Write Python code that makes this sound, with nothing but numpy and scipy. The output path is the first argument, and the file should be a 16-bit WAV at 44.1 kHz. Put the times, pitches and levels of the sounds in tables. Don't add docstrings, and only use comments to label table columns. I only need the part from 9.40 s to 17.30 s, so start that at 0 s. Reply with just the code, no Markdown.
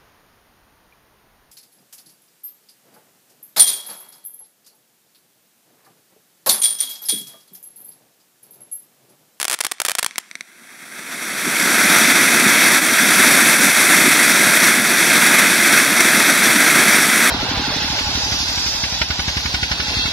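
import sys
import numpy as np
from scipy import signal
from scipy.fft import rfft, irfft
from scipy.io import wavfile
from scipy.ndimage import uniform_filter1d

SR = 44100
rng = np.random.default_rng(int(sys.argv[2]) if len(sys.argv) > 2 else 0)


def invert_db(x):
    u = np.asarray(x, float) / 20
    return 10 ** u


def materialize(psi):
    bounded = np.clip(np.atleast_2d(psi).T, -1, 1)
    quanta = np.round(bounded * 32767).astype(np.int16)
    wavfile.write(sys.argv[1], SR, quanta)


N = 348390

# frequency in Hz, t60 in seconds.
YARD_DECAY = [(200, 0.21), (2000, 0.77), (6000, 0.62), (13000, 0.1)]
# start in seconds, frequency in Hz, peak in dB, t60 in seconds.
KNOCKS = [
    (.145, 160, -36, .015),
    (.248, 150, -29, .015),
    (2.1637, 3100, -9, .003),
    (2.1992, 5200, -1, .0022),
]
# start in seconds, peak in dB.
POPS = [
    (.3835, -32),
    (0.7097, -22),
    (0.758, -17.5),
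    (0.9126, -19.5),
    (.9540, -14.5),
    (1.0085, -14),
    (1.304, -38),
    (1.588, -38),
]
# frequency in Hz, level in dB, t60 in seconds.
TUBE_MODES = [(2210, 4.5, 0.0087), (1660, -19, 0.0026), (3980, -4, 0.0062), (4400, -4, 0.0064),
              (5950, -2.5, 0.007), (8500, -1.5, 0.0029), (286, -21, 0.016), (690, -29, 0.033)]

# start in seconds, peak in dB, ground echo delay in ms.
HIGH_STARS = [(.0003, -8, 1.9), (.0039, -27, 2.1), (.0149, -1.9, 2.22), (.0291, -.2, 2.56),
              (.0446, -4.7, 2.74), (.0524, -.2, 2.77), (.0815, -.6, 2.63), (.0986, -.7, 1.18),
              (.1053, -7.1, 2.29), (.1129, -1.6, 2.11), (.1209, -4.3, 1.79), (.1321, -2, 2.29),
              (.1408, -1.6, 2.99), (.1443, -5.4, 2.22), (.1473, -12.9, 1.38), (.2056, -2.4, 2.52),
              (.2085, -1.4, 3.06), (.2104, -.3, 2.2), (.2478, -1.1, 2.68), (.2514, -1.8, 2.36),
              (.2668, -2.7, 2.56)]
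# start in seconds, peak in dB, ground echo delay in ms.
LOW_STARS = [(.3146, -8.1, 1.59), (.3188, -.6, 2.61), (.4012, -.1, 2.18), (.4177, -.6, 1.36),
             (.4501, -.7, 1.61), (.462, -5.1, 1.09), (.4838, -1.8, 2.18), (.4863, -.4, 1.77),
             (.4964, -1, 1.63), (.5072, -8.6, 1.66), (.5168, -1.4, 1.27), (.5521, -1.1, 2.74),
             (.5853, -.1, 2.56), (.5894, -.5, 1.45), (.5932, -3.1, 1.81), (.5939, -1.8, 2.09),
             (.6288, 0, 1.81), (.6301, -9.7, 1.66), (.6459, -.9, .66), (.663, -.2, .91), (.7818, -.1, 1.07),
             (.7822, -10.3, 1.45), (.7858, -5.3, .95)]
# start in seconds, peak in dB.
FRAGMENTS = [(.001, -13.3), (.0014, -8.7), (.0089, -13.5), (.0107, -13.8), (.101, -10), (.1289, -2.5),
             (.1339, -14.2), (.1379, -8.7), (.1424, -15), (.1465, -13), (.189, -13), (.19, -16.5),
             (.2126, -6), (.2379, -12), (.2393, -12.8), (.2487, -14.3), (.4034, -8), (.4202, -12.5),
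             (.4524, -.8), (.4555, -6.6), (.4659, -9.9), (.4671, -10.6), (.5089, -15), (.5102, -10.6),
             (.6329, -9.3), (.6651, -7.7)]
# delay in ms, gain as a factor.
BOUNCES = [(.38, -.16), (.88, .2), (1.14, .12), (5.6, .06)]
# frequency in Hz, gain as a factor, t60 in seconds, delay in ms.
PORT_MODES = [(9550, 1.12, .0015, .137), (10870, -.35, .0009, .072), (5000, -.33, .0017, .026)]
# frequency in Hz, level in dB.
STAR_COLOUR = [(150, -3), (300, 1), (600, 4), (850, -2), (1600, 1.5), (2700, 2), (6500, -2), (12000, 2)]

# frequency in Hz, level in dB per Hz.
RUMBLE = [(18, -74), (30, -44), (64, -37.5), (148, -6.5), (204, 0.5), (251, 1.5), (358, -1), (460, -10.5),
          (600, -61), (1010, -120)]
# frequency in Hz, level in dB per Hz.
BODY = [(300, -55), (480, -8.5), (1100, -10.5), (1350, -2.5), (2550, -4), (2900, -19.5), (3300, -11),
        (6500, -18), (7600, -25.5)]
# frequency in Hz, level in dB per Hz.
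FIZZ = [(3880, -16), (6600, -6), (10000, 0), (12300, -7), (14800, -22), (15800, -74)]
# frequency in Hz,
# width in Hz, level in dB.
BUMPS = [(520, 44, -4.5), (627, 90, 1), (820, 23, -7.5), (1627, 133, 3), (2105, 184, 4.5), (3590, 390, 4),
         (4230, 150, -1.5), (4415, 180, 4), (5000, 430, 0.5), (5800, 350, 7.5), (7920, 200, 2.5),
         (8770, 210, 1.5), (9270, 150, 0), (11900, 360, 2), (13300, 300, 3.5), (15450, 120, -19)]
# time in seconds, level in dB.
BURN = [(2.3, -18), (2.56, -14), (2.91, -16), (3.38, -14), (3.41, -18.5), (3.83, -13.5), (4.42, -15.5),
        (4.62, -14), (4.65, -15.5), (5.28, -15), (5.37, -18.5), (5.85, -14), (6.18, -16.5), (6.32, -14.5),
        (6.53, -18), (6.57, -15.5), (7.82, -14), (7.9, -17)]
# centre in seconds, change in dB, length in seconds.
FLARES = [(1.59, 3.5, 0.0081), (2.196, 2, 0.008), (2.946, 2, 0.0064), (3.472, 1.5, 0.0041),
          (4.833, 2, .007), (4.923, 3, 0.004), (5.25, -1, 0.0086), (5.755, 2, 0.004), (5.867, 3, .006),
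          (5.995, 4.5, 0.0086), (6.277, 2, 0.0051), (6.607, 4.5, 0.0027)]
# centre in seconds, rumble change in dB, length in seconds.
LUMPS = [(1.76, 0, 0.036), (2.071, 8, 0.021), (2.173, -4, 0.033), (3.068, 12, 0.011), (3.376, -4, 0.018),
         (3.577, -5, .025), (3.62, 3.5, .025), (4.346, -10, .025), (4.678, 7, .025), (4.71, -4, 0.017),
         (5.39, 8, 0.013), (6.354, 2, 0.026), (6.4, -1, 0.018), (7.12, 5.5, .02), (7.172, 2.5, .02),
         (7.353, 3, .04), (7.52, -6, 0.01)]
# centre in seconds, change in dB, length in seconds.
SURGES = [(.71, -1, .06), (1.773, 2, 0.077), (2.57, 1, 0.039), (2.83, 1, .015), (3.367, -0.5, .03),
          (3.4, -1.5, 0.035), (4.18, -2, .04), (4.29, 0.5, .02), (4.326, -2.5, .03), (4.61, 0.5, 0.033),
          (4.664, 0, 0.017), (5.102, 0.5, .03), (5.263, 2.5, 0.041), (5.384, 1, 0.014), (6.39, 2, .04),
          (6.438, -0.5, 0.026), (6.9, 1.5, 0.018), (6.944, -1.5, 0.056), (7.183, -2, 0.025),
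          (7.717, -2.5, 0.099)]
# centre in seconds, change in dB, length in seconds.
SPARK_RICH = [
    (.05, -5, .2),
    (2.0, 0.5, 0.26),
    (4.3, 2, 0.65),
]

# frequency in Hz, left minus right in dB.
LEAN = [(300, 0), (450, -1.5), (800, -1.7), (1300, -1), (2100, -.4), (3300, 0), (5500, .3), (9000, 0)]
# frequency in Hz, side level in dB.
APART = [(100, -69), (400, -21.5), (1200, -25), (3000, -28), (4400, -22), (5500, -32), (6500, -14.5),
         (8000, -31), (12000, -38), (15000, -10)]

GRAZING_DB, HIGH_DB_PER_MS, LOW_DB_PER_MS = -1, -2.8, -2.1
FRAGMENT_ECHO_MS, FRAGMENT_ECHO_DB = 2.5, -18
STAR_SPREAD_DB = 1.5
HELD_DB, LIFT_S, LIFTED_DB, RELEASE_S, RELEASE_DB_PER_S = -41, .62, -36.5, 0.99, 28.5
USUAL_DB, BODY_DB = -15, -13
RUMBLE_DB, RUMBLE_FOLLOWS, FIZZ_DB, FIZZ_FOLLOWS = -24.5, 0.8, -19, 0.78


def evened(x):
    return x / np.sqrt(np.mean(x ** 2) + 1e-20)


def read(points, hz):
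    f, value = np.transpose(points)
    return np.interp(np.log(hz + 1), np.log(f + 1), value)


def highpass(x, order, hz):
    return signal.sosfilt(signal.butter(order, hz, "high", fs=SR, output="sos"), x)


def drift(t, low_hz, top_hz):
    total = 0
    for f in np.geomspace(low_hz, top_hz, num=60):
        total = total + np.sin(2 * np.pi * (f * t + rng.random())) / f ** 0.076
    return evened(total)


def humps(t, rows):
    return sum(db * np.exp(-((t - at) / length) ** 2) for at, db, length in rows)


def place(start_s):
    first = max(round(start_s * SR) - 8, 0)
    return slice(first, first + 1500), np.arange(first, first + 1500) / SR - start_s


def ring(t, hz, t60, rise):
    u = np.maximum(t, 0)
    return np.sin(2 * np.pi * hz * u) * invert_db(-60 * u / t60) * (1 - np.exp(-u / rise))


def shock(t, rise, length, suction):
    u = np.maximum(t - rise, 0) / length
    return np.exp(-(t / rise) ** 2) - suction * u * np.exp(1 - u)


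def yard(x):
    length = SR // 2
    taps = np.zeros((2, length))
    starts = np.arange(300, length - 20, 10)
    at = starts + rng.integers(0, 10, (2, len(starts)))
    np.put_along_axis(taps, at, rng.choice([-1., 1.], at.shape), axis=1)
    taps[1] = .98 * taps[0] + .2 * taps[1]
    taps *= invert_db(4.0 * drift(np.arange(length) / SR, 15, 200))
    hz, t, z = signal.stft(taps, SR, nperseg=128)
    decay = invert_db(-60 * t / read(YARD_DECAY, hz)[:, None])
    tail = signal.istft(z * decay, SR, nperseg=128)[1]
    return signal.fftconvolve(x[None], tail / np.linalg.norm(tail[0]), axes=1)[:, :N]


def knocks():
    out = np.zeros(N)
    for s, hz, db, t60 in KNOCKS:
        span, t = place(s)
        out[span] += invert_db(db) * ring(t, hz, t60, .5 / hz)
    return out


def pops():
    out = np.zeros(N)
    for s, db in POPS:
        span, t = place(s)
        click = highpass(shock(t, .00005, .0001, 0.42), 2, 1400)
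        tube = sum(invert_db(d) * ring(t, f, t60, .0001) for f, d, t60 in TUBE_MODES)
        wave = click + invert_db(-2.0) * tube
        out[span] += invert_db(db) * (wave + invert_db(-18) * np.roll(wave, 255))
    out = signal.lfilter(*signal.iirnotch(3050, 4.5, SR), out)
    return highpass(out, 4, 190)


def stars():
    rows = []
    for table, slope in ((HIGH_STARS, HIGH_DB_PER_MS), (LOW_STARS, LOW_DB_PER_MS)):
        rows += [(s, db, ms, GRAZING_DB + slope * ms) for s, db, ms in table]
    return rows + [(s, db, FRAGMENT_ECHO_MS, FRAGMENT_ECHO_DB) for s, db in FRAGMENTS]


def arrival(t, angle, ringing):
    def blast(u):
        return shock(u, .000027, .0001, .11)

    wave = blast(t)
    for ms, gain in BOUNCES:
        wave = wave + gain * blast(t - ms / 1000 * (1 + .07 * angle))
    port = 0
    for hz, gain, t60, ms in PORT_MODES:
        port = port + gain * ring(t - ms / 1000, hz * (1 + .05 * angle), t60, .0001)
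    return wave + ringing * port


def crackle():
    out = np.zeros((2, N))
    sides = np.array([[1], [-1]])
    for s, db, echo_ms, echo_db in stars():
        span, t = place(s)
        angle, echo_angle = rng.uniform(-1, 1, size=2)
        near = arrival(t, angle, .85)
        near += invert_db(echo_db) * arrival(t - echo_ms / 1000, echo_angle, .55)
        scatter = rng.standard_normal(700) * invert_db(-60 * np.arange(700) / SR / .014)
        near += invert_db(-12) * np.convolve(near, scatter / np.linalg.norm(scatter))[:len(t)]
        out[:, span] += invert_db(db + 2.3 + STAR_SPREAD_DB * angle * sides) * near
    out = irfft(rfft(out) * invert_db(read(STAR_COLOUR, np.fft.rfftfreq(N, 1 / SR))), N)
    return highpass(out, 2, 220)


def recovery(t):
    held = HELD_DB + (LIFTED_DB - HELD_DB) * np.clip((t - LIFT_S) / .08, 0, 1)
    return np.minimum(held + RELEASE_DB_PER_S * np.maximum(t - RELEASE_S, 0), 0)


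def jet():
    t, hz = np.arange(N) / SR, np.fft.rfftfreq(N, 1 / SR)
    burn_db = np.interp(t, *np.transpose(BURN)) - USUAL_DB + humps(t, SURGES)
    level_db = recovery(t) + humps(t, FLARES)
    rumble_db = RUMBLE_DB + RUMBLE_FOLLOWS * burn_db + humps(t, LUMPS)
    fizz_db = FIZZ_DB + FIZZ_FOLLOWS * burn_db + humps(t, SPARK_RICH)
    sputter, puffs = drift(t, 6, 160), drift(t, 12, 80)
    bumps_db = sum(db * np.exp(-((hz - f) / width) ** 2) for f, width, db in BUMPS)
    layers = ((RUMBLE, rumble_db + 0.86 * sputter + 1.0 * puffs),
              (BODY, BODY_DB + burn_db + 0.89 * sputter),
              (FIZZ, fizz_db + 0.82 * sputter))
    out = 0
    for shape, db in layers:
        colour = invert_db(read(shape, hz) + bumps_db)
        noise = evened(irfft(rfft(rng.standard_normal(N)) * colour, N))
        out = out + invert_db(level_db + db) * noise
    patches = rng.standard_normal((N // 64 + 5, 129))
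    patches = evened(uniform_filter1d(uniform_filter1d(patches, 30, 0), 6, 1))
    z = signal.stft(out, nperseg=256, noverlap=192)[2]
    z = z * invert_db(0.56 * patches[:z.shape[1]].T)
    return signal.istft(z, nperseg=256, noverlap=192)[1][:N]


def scene():
    bursts = crackle() + pops() + knocks()
    return bursts + jet() + invert_db(-23.5) * yard(bursts.mean(axis=0))


def top_cut(x):
    return signal.sosfilt(signal.butter(12, 16670, fs=SR, output="sos"), x)


def record(dry):
    hz = np.fft.rfftfreq(N, 1 / SR)
    wander = dry.mean(0) * drift(np.arange(N) / SR, 8, 150)
    side = rfft(wander) * invert_db(read(APART, hz))
    sign = np.array([[1], [-1]])
    x = irfft(rfft(dry) * invert_db(sign * read(LEAN, hz) / 2) + sign * side, N)
    x = highpass(x, 4, 90)
    x = 1.7 * np.tanh(x / 1.7)
    band_limit = signal.firwin(2047, 15740, window=("kaiser", 9), fs=SR)
    x = signal.oaconvolve(x, band_limit[None], "same")
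    return top_cut(np.clip(x, -1, 1))


dry = scene()
out = record(dry)
materialize(out)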